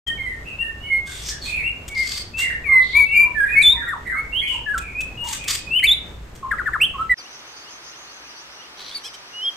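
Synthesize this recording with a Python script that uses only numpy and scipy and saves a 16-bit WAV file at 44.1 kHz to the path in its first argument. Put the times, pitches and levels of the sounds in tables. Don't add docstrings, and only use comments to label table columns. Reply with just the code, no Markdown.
import sys
import numpy as np
from scipy import signal
from scipy.fft import rfft, irfft, next_fast_len
from scipy.io import wavfile
from scipy.ndimage import uniform_filter1d, minimum_filter1d, map_coordinates

SR = 44100
rng = np.random.default_rng(int(sys.argv[2]) if len(sys.argv) > 2 else 0)


def int16_out(signal):
    q = np.round(np.clip(np.atleast_2d(signal).T, -1, 1) * 32767)
    wavfile.write(sys.argv[1], SR, q.astype(np.int16))


N = 421596
CHANGE_S, TOP_HZ = 7.144, 15700

# (frequency [Hz], relative density [dB])
TOWN_SPECTRUM = [(20, -9), (35, -12), (54, 2), (75, -6.5), (120, -10), (200, -16.5), (400, -19), (800, -24),
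                 (2000, -28), (5000, -39.5), (9000, -40.5), (15000, -55)]
BREEZE_SPECTRUM = [(25, -39), (45, -30), (60, 0), (85, -16), (130, -4), (190, -8), (330, 0), (600, -1),
                   (1200, 4), (2500, 0.5), (5500, -1.5), (7200, -14.5), (10000, -18.5), (15500, -28.5)]
# (frequency [Hz], correlation [-1..1])
TOWN_CORRELATION = [(50, 1), (150, 0.9), (300, 0.85), (600, .5), (2000, 0.088), (6000, 0.044), (8000, 1)]
BREEZE_CORRELATION = [(60, 1.0), (240, 1), (950, 0.4), (3770, -0.8), (15000, 0.38)]
# (frequency [Hz], T60 [s])
YARD_T60 = [(800, 0.3), (2500, 0.49), (5000, 0.42), (12000, 0.19)]
# (frequency [Hz], phase [rad])
TREBLE_STEREO_PHASE = [(6500, 0), (7500, 1.3), (8600, 2.1), (9800, 3.0), (10900, 3.4), (11500, 4.9),
                       (12000, 2 * np.pi)]
# (frequency [Hz], gain [dB])
OVERTONE_EQ = [(2000, -4.5), (4000, 6.5), (6000, -12), (8000, 9.5), (10800, 8), (14500, -3.5), (15600, -15)]
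RASP_EQ = [(500, -42), (1100, -4.5), (2000, 5.5), (4000, -3), (8500, 11), (10500, -9), (14000, -1),
           (15700, -34.5)]
BUZZ_EQ = [(1500, -8.5), (2800, -8.5), (3400, -2), (4800, -8.5), (6000, -17), (9000, -18), (15000, -31.5)]
CHIP_EQ = [(1600, -17), (2400, -9), (3250, 3.5), (4300, -10), (5500, -1), (6700, -17), (8200, -11),
           (10000, -21), (15000, -26)]

# (time [s], top pitch [Hz], relative level [dB])
FAR_CONTOUR = [(7.151, 5950, -43.5), (7.45, 6220, -45.5), (7.801, 6350, -39.5), (8.1, 6160, -44.5),
               (8.448, 5850, -45.5), (8.8, 5910, -46.5), (9.2, 6020, -47.5), (9.56, 6130, -46)]
# (time [s], length [s], start [Hz], end [Hz], level [dB])
ROBIN_SLIDES = [(7.17, 0.045, 5450, 4220, -36), (7.253, 0.025, 2650, 3140, -42.5),
                (8.914, 0.042, 3250, 3880, -36), (8.944, 0.046, 4670, 4320, -23),
                (9.026, 0.095, 5950, 4620, -37.5), (9.422, 0.055, 5480, 4860, -41),
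                (9.493, 0.014, 5500, 4600, -42.5)]
# (time [s], length [s], pitch [Hz], level [dB])
ROBIN_CHIPS = [(9.036, 0.058, 840, -33.5), (9.134, .032, 790, -38.5)]
# (time [s], pitch [Hz], relative level [dB])
ROBIN_WHISTLE = [(9.32, 2730, -47), (9.35, 2870, -33.5), (9.41, 2930, -31.5), (9.456, 3250, -22.5),
                 (9.488, 3238, -17), (9.502, 3120, -24), (9.51, 3300, -44)]

# (time [s], level [dB])
TICKS = [(0.073, -38), (1.878, -33), (4.777, -29), (5.005, -32.5), (5.238, -42.5), (5.438, -36),
         (6.35, -44)]
# (time [s], length [s], relative level [dB], resonance [Hz], boost [dB])
RASPS = [(1.035, 0.24, -38.5, 3520, 3.5), (1.208, 0.13, -27.5, 5520, 14), (1.409, 0.11, -40, 3720, 3.5),
         (1.944, 0.08, -38.5, 4720, 18.5), (2.016, 0.19, -29.5, 4750, 12.5),
         (2.366, 0.071, -31.5, 7640, -16.5), (2.781, 0.23, -46, 3950, 38), (3.608, 0.036, -25, 9400, 48.5),
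         (4.466, 0.1, -45.5, 8100, -14), (5.235, .13, -29, 7200, -12), (5.471, .098, -20, 4850, -0.5)]
# (centre [Hz], half-width [Hz], boost [dB])
RASP_BANDS = [(1150, 72, 1.5), (2160, 50, -7), (3480, 400, 7.5), (4560, 220, 1.5)]
# (time [s], length [s], pitch [Hz], level [dB])
HOOTS = [(2.652, 0.18, 1114, -38.5), (2.933, 0.088, 1012, -36.5), (3.19, .13, 1040, -38),
         (3.707, 0.1, 950, -41), (3.935, 0.047, 955, -37.5), (4.506, 0.11, 984, -38),
         (5.225, 0.07, 956, -34.5), (6.424, .07, 1082, -25.5), (6.936, 0.049, 1107, -26.5)]
HOOT_RATIOS = [1.09, .99, 1]
TRILL_SWEEP_HZ = [2016, 1514, 1100]
# (time [s], length [s], start [Hz], end [Hz], level [dB], left-right [dB])
SIGHS = [(.065, 0.044, 3240, 3113, -20, 17), (.065, 0.061, 1900, 1837, -27.5, -11),
         (.176, 0.051, 2280, 2113, -23, -5), (.238, 0.057, 2160, 2015, -24.5, -15),
         (.299, 0.061, 1920, 1796, -34, -3), (.606, 0.089, 1940, 1782, -32, -17),
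         (.835, 0.064, 2270, 2207, -30.5, 2), (1.885, 0.073, 2270, 2240, -33.5, -0.5),
         (2.638, 0.058, 2600, 2130, -20.5, 10), (3.343, 0.12, 1860, 1600, -13.5, -11),
         (5.169, 0.078, 2900, 2850, -25, 0)]
LIFTS = [(.585, 0.052, 2696, 2803, -17.5, 5), (.8, 0.075, 2856, 2978, -36, -7),
         (1.627, 0.079, 2603, 2830, -20, 6), (2.331, 0.12, 2612, 2792, -21, 5),
         (3.06, 0.12, 2620, 2803, -22.5, -3), (3.073, 0.12, 2230, 2245, -18, 8),
         (3.476, 0.083, 2370, 2530, -18.5, -8), (4.101, .13, 2000, 2225, -22, -6),
         (4.32, .095, 2713, 3327, -17, -7.5), (4.945, .08, 2408, 2596, -20, -1),
         (5.6, 0.093, 2480, 2540, -34.5, -2), (5.7, .11, 2614, 3098, -13.5, 6),
         (6.979, 0.057, 1245, 1338, -19, -2.5)]
SLURS = [(.447, .11, 2650, 2520, -36.5, -2), (1.067, 0.048, 1654, 1484, -46, 4),
         (1.298, 0.084, 1880, 1550, -44, -10), (1.41, 0.0615, 4457, 4110, -34, 0),
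         (1.441, 0.17, 2506, 2584, -31.5, -21), (1.526, 0.13, 2490, 2143, -23, -13),
         (2.395, 0.17, 2172, 1774, -21, -32), (3.43, 0.19, 1961, 1657, -28.5, 0),
         (3.749, .14, 1998, 1364, -27.5, -7), (4.045, .15, 2148, 1110, -27, -8),
         (4.407, 0.066, 2078, 2580, -30.5, -9), (4.451, .13, 3215, 2787, -23, 13),
         (4.779, .17, 2520, 2272, -42.5, -6), (5.36, .2, 2453, 2480, -44.5, 0)]
# (time [s], length [s], start [Hz], middle [Hz], end [Hz], level [dB], left-right [dB], strain [0..1])
FLUTES = [ (0.894, 0.11, 2190, 2140, 2175, -12.5, -3.5, 0.03),
          (1.946, 0.108, 2165, 2120, 2094, -16.5, 4, 0.3), (2.673, 0.19, 2185, 2054, 2028, -7, -3.5, .1),
          (2.926, 0.14, 2112, 2286, 2180, -7.5, 6, .35), (3.127, 0.16, 2397, 2354, 2354, -8, 5.5, 0.42),
          (3.55, .083, 2170, 2253, 2570, -6.5, 5, 0.3), (3.618, .02, 4304, 3730, 3460, -18, -6, 0.5),
          (3.625, 0.12, 3580, 3516, 3790, -6, 3.5, 0.41), (3.865, .085, 1940, 1743, 810, -20.5, 3, 0.7),
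          (4.657, .089, 1740, 1689, 1655, -18, 8, .3), (4.735, .051, 1680, 1416, 1260, -18.5, -1, 0.62),
          (5.783, 0.022, 3200, 2660, 2120, -19, 5.5, 0.8), (5.825, .047, 1956, 2346, 2660, -11, 1.5, 0.84),
          (5.864, .078, 3810, 3482, 4000, -8.5, -1, 0.5), (6.799, .065, 2080, 2886, 3380, -8.5, -2, 0.6),
          (7.092, 0.054, 1984, 1959, 1890, -9, -2.5, 0.19)]


def amp(db):
    return 10 ** (np.asarray(db) / 20)


def unit_rms(x):
    return x / np.sqrt(np.mean(x ** 2) + 1e-20)


def curve_at(points, hz):
    knots_hz, values = np.transpose(points)
    return np.interp(np.log(hz + 1), np.log(knots_hz + 1), values)


def wobble(rate_hz, n):
    knots = rng.standard_normal(int(n * rate_hz / SR) + 4)
    return map_coordinates(knots, [np.arange(n) * rate_hz / SR])


def filtered(x, response):
    n = x.shape[-1]
    n_fft = next_fast_len(n + 4096)
    return irfft(rfft(x, n_fft) * response(np.fft.rfftfreq(n_fft, 1 / SR)), n_fft)[..., :n]


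def add(track, at_s, x):
    part = track[:, max(round(at_s * SR), 0):][:, :x.shape[-1]]
    part += x[..., :part.shape[-1]]


def panned(x, balance_db, lag_s=.00007):
    side = np.array([[.5], [-.5]])
    lead_s = side * lag_s * np.tanh(balance_db / 2)
    return unit_rms(amp(side * balance_db)) * filtered(x, lambda hz: np.exp(2j * np.pi * hz * lead_s))


def swell(n, peak_at, edge_db, fade):
    u = np.linspace(0, 1, n)
    from_peak = np.maximum((peak_at - u) / peak_at, (u - peak_at) / (1 - peak_at))
    ends = np.clip(np.minimum(u, 1 - u) / fade, 0, 1)
    return amp(edge_db * from_peak ** 2) * np.sin(ends * np.pi / 2) ** 2


def whistle(length_s, pitches_hz, peak_at, overtone_db, rough):
    n = int(length_s * SR)
    contour = np.polyfit(np.linspace(0, 1, len(pitches_hz)), pitches_hz, len(pitches_hz) - 1)
    glide_hz = np.polyval(contour, np.linspace(0, 1, n))
    hz = glide_hz + rough * (55 * wobble(55, n) + 45 * wobble(130, n) + 110 * rough * wobble(800, n))
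    phase = 2 * np.pi * np.cumsum(hz) / SR
    pressure = swell(n, peak_at, edge_db=-11, fade=.12) * amp((1 + 2 * rough) * wobble(110, n))
    k = np.arange(2, 8)[:, None]
    gains = amp(curve_at(OVERTONE_EQ, k * hz) - .5 * k) * (k * hz < TOP_HZ)
    overtones = (gains * np.sin(k * phase)).sum(0)
    brightness = pressure * np.clip(glide_hz / 1900, 0, 1) ** 2
    return pressure * (np.sin(phase) + amp(overtone_db) * brightness * overtones)


def rasp(length_s, peak_at, centre_hz, boost_db, depth, pulse_hz=360, eq=RASP_EQ):
    n = int(length_s * SR)
    phase = 2 * np.pi * np.cumsum(pulse_hz * (1 + .13 * wobble(90, n))) / SR
    puffs = rng.standard_normal(n) * np.exp(depth * np.cos(phase)) * amp(2.8 * wobble(150, n))
    resonance = lambda hz: 1 + amp(boost_db) / (1 + ((hz - centre_hz) / (.1 * centre_hz)) ** 2)
    burst = filtered(puffs, lambda hz: amp(curve_at(eq, hz)) * resonance(hz))
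    return unit_rms(burst) * swell(n, peak_at, edge_db=-4.5, fade=.15)


def air(spectrum, correlation):
    def mid_side(hz):
        angle = np.arccos(np.clip(curve_at(correlation, hz), -1, 1)) / 2
        return amp(curve_at(spectrum, hz)) * [np.cos(angle), np.sin(angle)]
    mid, side = filtered(rng.standard_normal((2, N)), mid_side)
    return unit_rms(np.array([mid + side, mid - side]))


def town():
    return amp(-38.5 + 1.2 * wobble(13, N)) * air(TOWN_SPECTRUM, TOWN_CORRELATION)


def breeze():
    return amp(-42) * air(BREEZE_SPECTRUM, BREEZE_CORRELATION)


def hum(hz=56):
    return amp(-66 + 3.1 * wobble(2.4, N)) * np.sin(2 * np.pi * hz * np.arange(N) / SR)


def tree_echo(x, t60_s):
    t = np.arange(SR // 3) / SR
    tail = rng.standard_normal((2, len(t))) * amp(-60 * t / t60_s)
    return signal.oaconvolve(np.atleast_2d(x), tail / np.linalg.norm(tail[0]), axes=1)[:, :N]


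def yard_echo(x, early_db=-2, count=7):
    hz, t, noise = signal.stft(rng.standard_normal((2, SR // 2)), SR, nperseg=256)
    decay = amp(-60 * t / curve_at(YARD_T60, hz)[:, None])
    build_up = 1 - np.exp(-t / .007)
    tail = signal.istft(noise * decay * build_up, SR, nperseg=256)[1]
    tail /= np.linalg.norm(tail[0])
    for delay_s, lag in zip(rng.uniform(.0043, .045, count), rng.integers(-12, 13, count)):
        left = int(delay_s * SR)
        tail[[0, 1], [left, left + lag]] += amp(early_db) / np.sqrt(count)
    return signal.oaconvolve(x[None], tail, axes=1)


def in_yard(x, db, balance_db, echo_db, reference_db=-20):
    out = amp(echo_db + .4343 * (reference_db - db)) * yard_echo(x)
    out[:, :len(x)] += panned(x, balance_db, lag_s=0)
    return amp(db) * out


def far_twitters(low_hz, high_hz, db, count, length_s=.07):
    song = np.zeros((1, N))
    for at_s, hz, slide in rng.uniform([7.3, low_hz, -.08], [8.65, high_hz, .08], (count, 3)):
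        pitches_hz = hz * np.array([.96 - slide, 1, 1.3 + slide])
        add(song, at_s, whistle(length_s, pitches_hz, peak_at=.5, overtone_db=-41.5, rough=.34))
    return amp(db) * tree_echo(song, t60_s=.13)


def far_bird(count=19):
    times_s, top_hz, db = np.transpose(FAR_CONTOUR)
    song = np.zeros((1, N))
    starts_s = np.linspace(times_s[0], times_s[-1] - .08, count)
    variations = rng.uniform([-.035, .07, .83, .89], [.035, .14, .96, .99], (count, 4))
    for at_s, (late_s, length_s, start_ratio, end_ratio) in zip(starts_s, variations):
        pitches_hz = np.interp(at_s, times_s, top_hz) * np.array([start_ratio, .99, 1, end_ratio])
        note = whistle(length_s, pitches_hz, peak_at=.59, overtone_db=-36, rough=.89)
        add(song, at_s + late_s, amp(np.interp(at_s, times_s, db)) * note)
    return amp(-7) * song + amp(-1) * tree_echo(song, t60_s=.3)


def robin_chip(length_s, top_hz, arch=.135):
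    n = int(length_s * SR)
    hz = top_hz * (1 - arch * np.linspace(-1, 1, n) ** 2 + .02 * wobble(480, n))
    k = np.arange(1, 18)[:, None]
    phases = 2 * np.pi * k * np.cumsum(hz) / SR + rng.uniform(0, 2 * np.pi, k.shape)
    harmonics = amp(curve_at(CHIP_EQ, k * hz)) * np.sin(phases)
    return unit_rms(harmonics.sum(0)) * swell(n, peak_at=.29, edge_db=-13, fade=.053)


def robin_whistle():
    times_s, hz, db = np.transpose(ROBIN_WHISTLE)
    t = np.arange(times_s[0], times_s[-1], 1 / SR)
    phase = 2 * np.pi * np.cumsum(np.interp(t, times_s, hz) + 8 * wobble(120, len(t))) / SR
    tone = np.sin(phase) + amp(-30) * np.sin(3 * phase) + amp(-28) * np.sin(4 * phase)
    pressure = amp(np.interp(t, times_s, db)) * swell(len(t), peak_at=.5, edge_db=-6, fade=.064)
    return unit_rms(tone) * pressure


def robin():
    out = np.zeros((2, N))
    for at_s, length_s, start_hz, end_hz, db in ROBIN_SLIDES:
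        pitches_hz = np.array([start_hz, end_hz])
        voice = whistle(length_s, pitches_hz, peak_at=.35, overtone_db=-42, rough=.56)
        undertone = whistle(length_s, pitches_hz / 2, peak_at=.39, overtone_db=-3.5, rough=.65)
        add(out, at_s, panned(amp(db) * (voice + amp(-21) * undertone), balance_db=1))
    for at_s, length_s, hz, db in ROBIN_CHIPS:
        add(out, at_s, amp(db) * robin_chip(length_s, hz))
    buzz = rasp(.27, peak_at=.39, centre_hz=4280, boost_db=10, depth=.53, pulse_hz=100, eq=BUZZ_EQ)
    add(out, 8.755, amp(-39) * buzz)
    add(out, ROBIN_WHISTLE[0][0], panned(robin_whistle(), balance_db=-1.1))
    return out


def ticks():
    out = np.zeros((2, N))
    for at_s, db in TICKS:
        tick = rasp(length_s=.018, peak_at=.09, centre_hz=3350, boost_db=7.5, depth=.98)
        add(out, at_s, in_yard(tick, db, balance_db=3, echo_db=-15.5))
    return out


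def rustles(flutter_db=3.5, flutter_hz=55):
    out = np.zeros((2, N))
    bands = lambda hz: 1 + sum(amp(db) / (1 + ((hz - band_hz) / width_hz) ** 2)
                               for band_hz, width_hz, db in RASP_BANDS)
    for at_s, length_s, db, centre_hz, boost_db in RASPS:
        burst = rasp(length_s, .72, centre_hz, boost_db, depth=.29)
        burst = filtered(burst, bands) * amp(flutter_db * wobble(flutter_hz, len(burst)) - 5)
        add(out, at_s, in_yard(burst, db, balance_db=1.5, echo_db=-7.5))
    return out


def hoots():
    out = np.zeros((2, N))
    for at_s, length_s, hz, db in HOOTS:
        note = whistle(length_s, hz * np.array(HOOT_RATIOS), peak_at=.45, overtone_db=-35, rough=.55)
        add(out, at_s, in_yard(note, db, balance_db=-.5, echo_db=-6.5))
    return out


def trill(start_s=6.508, step_s=.0742, note_s=.041, count=4):
    out = np.zeros((2, N))
    for k in range(count):
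        note = whistle(note_s, TRILL_SWEEP_HZ, peak_at=.3, overtone_db=-36, rough=.84)
        add(out, start_s + k * step_s, in_yard(note, db=-15.5, balance_db=5, echo_db=-10))
    return out


def glides(notes, shape, peak_at, overtone_db, rough, echo_db):
    out = np.zeros((2, N))
    for at_s, length_s, start_hz, end_hz, db, balance_db in notes:
        pitches_hz = start_hz + (end_hz - start_hz) * np.array(shape)
        note = whistle(length_s, pitches_hz, peak_at, overtone_db, rough)
        add(out, at_s, in_yard(note, db, balance_db, echo_db))
    return out


def flutes(strain_db=22, db_per_octave=8.5):
    out = np.zeros((2, N))
    for at_s, length_s, start_hz, middle_hz, end_hz, db, balance_db, strain in FLUTES:
        overtone_db = -43 + strain_db * strain + db_per_octave * np.log2(middle_hz / 2200)
        note = whistle(length_s, [start_hz, middle_hz, end_hz], .49, overtone_db, rough=strain)
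        add(out, at_s, in_yard(note, db, balance_db, echo_db=-8.5))
    return out


def shamas():
    sighs = glides(SIGHS, [0, .56, .87, 1], peak_at=.81, overtone_db=-37, rough=.33, echo_db=-5.5)
    lifts = glides(LIFTS, [0, .3, .8, 1], peak_at=.72, overtone_db=-37, rough=.19, echo_db=-5.5)
    slurs = glides(SLURS, [0, 1], peak_at=.23, overtone_db=-36.5, rough=.823, echo_db=-3)
    return flutes() + sighs + lifts + slurs + hoots() + trill() + rustles() + ticks()


def scene():
    widening = lambda hz: np.exp(1j * curve_at(TREBLE_STEREO_PHASE, hz) * np.array([[0], [1]]))
    yard = filtered(town() + shamas(), widening)
    near = robin()
    far = far_bird() + far_twitters(4400, 5800, db=-46, count=20)
    far += far_twitters(2400, 3000, db=-47, count=8)
    open_place = hum() + far + near + amp(-12) * tree_echo(near, t60_s=.32) + breeze()
    t = np.arange(N) / SR
    yard_gain = np.interp(t, [.064, .072, CHANGE_S - .003, CHANGE_S], [0, 1, 1, 0])
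    open_gain = np.interp(t - CHANGE_S, [-.003, 0, .02, .04], [0, .2, .2, 1])
    return yard_gain * yard + open_gain * open_place


def record(dry, ceiling=.84):
    needed_gain = np.minimum(1, ceiling / (np.abs(dry).max(0) + 1e-9))
    gain = uniform_filter1d(minimum_filter1d(needed_gain, size=400), size=300)
    return filtered(dry * gain, lambda hz: hz < TOP_HZ)


dry = scene()
out = record(dry)
int16_out(out)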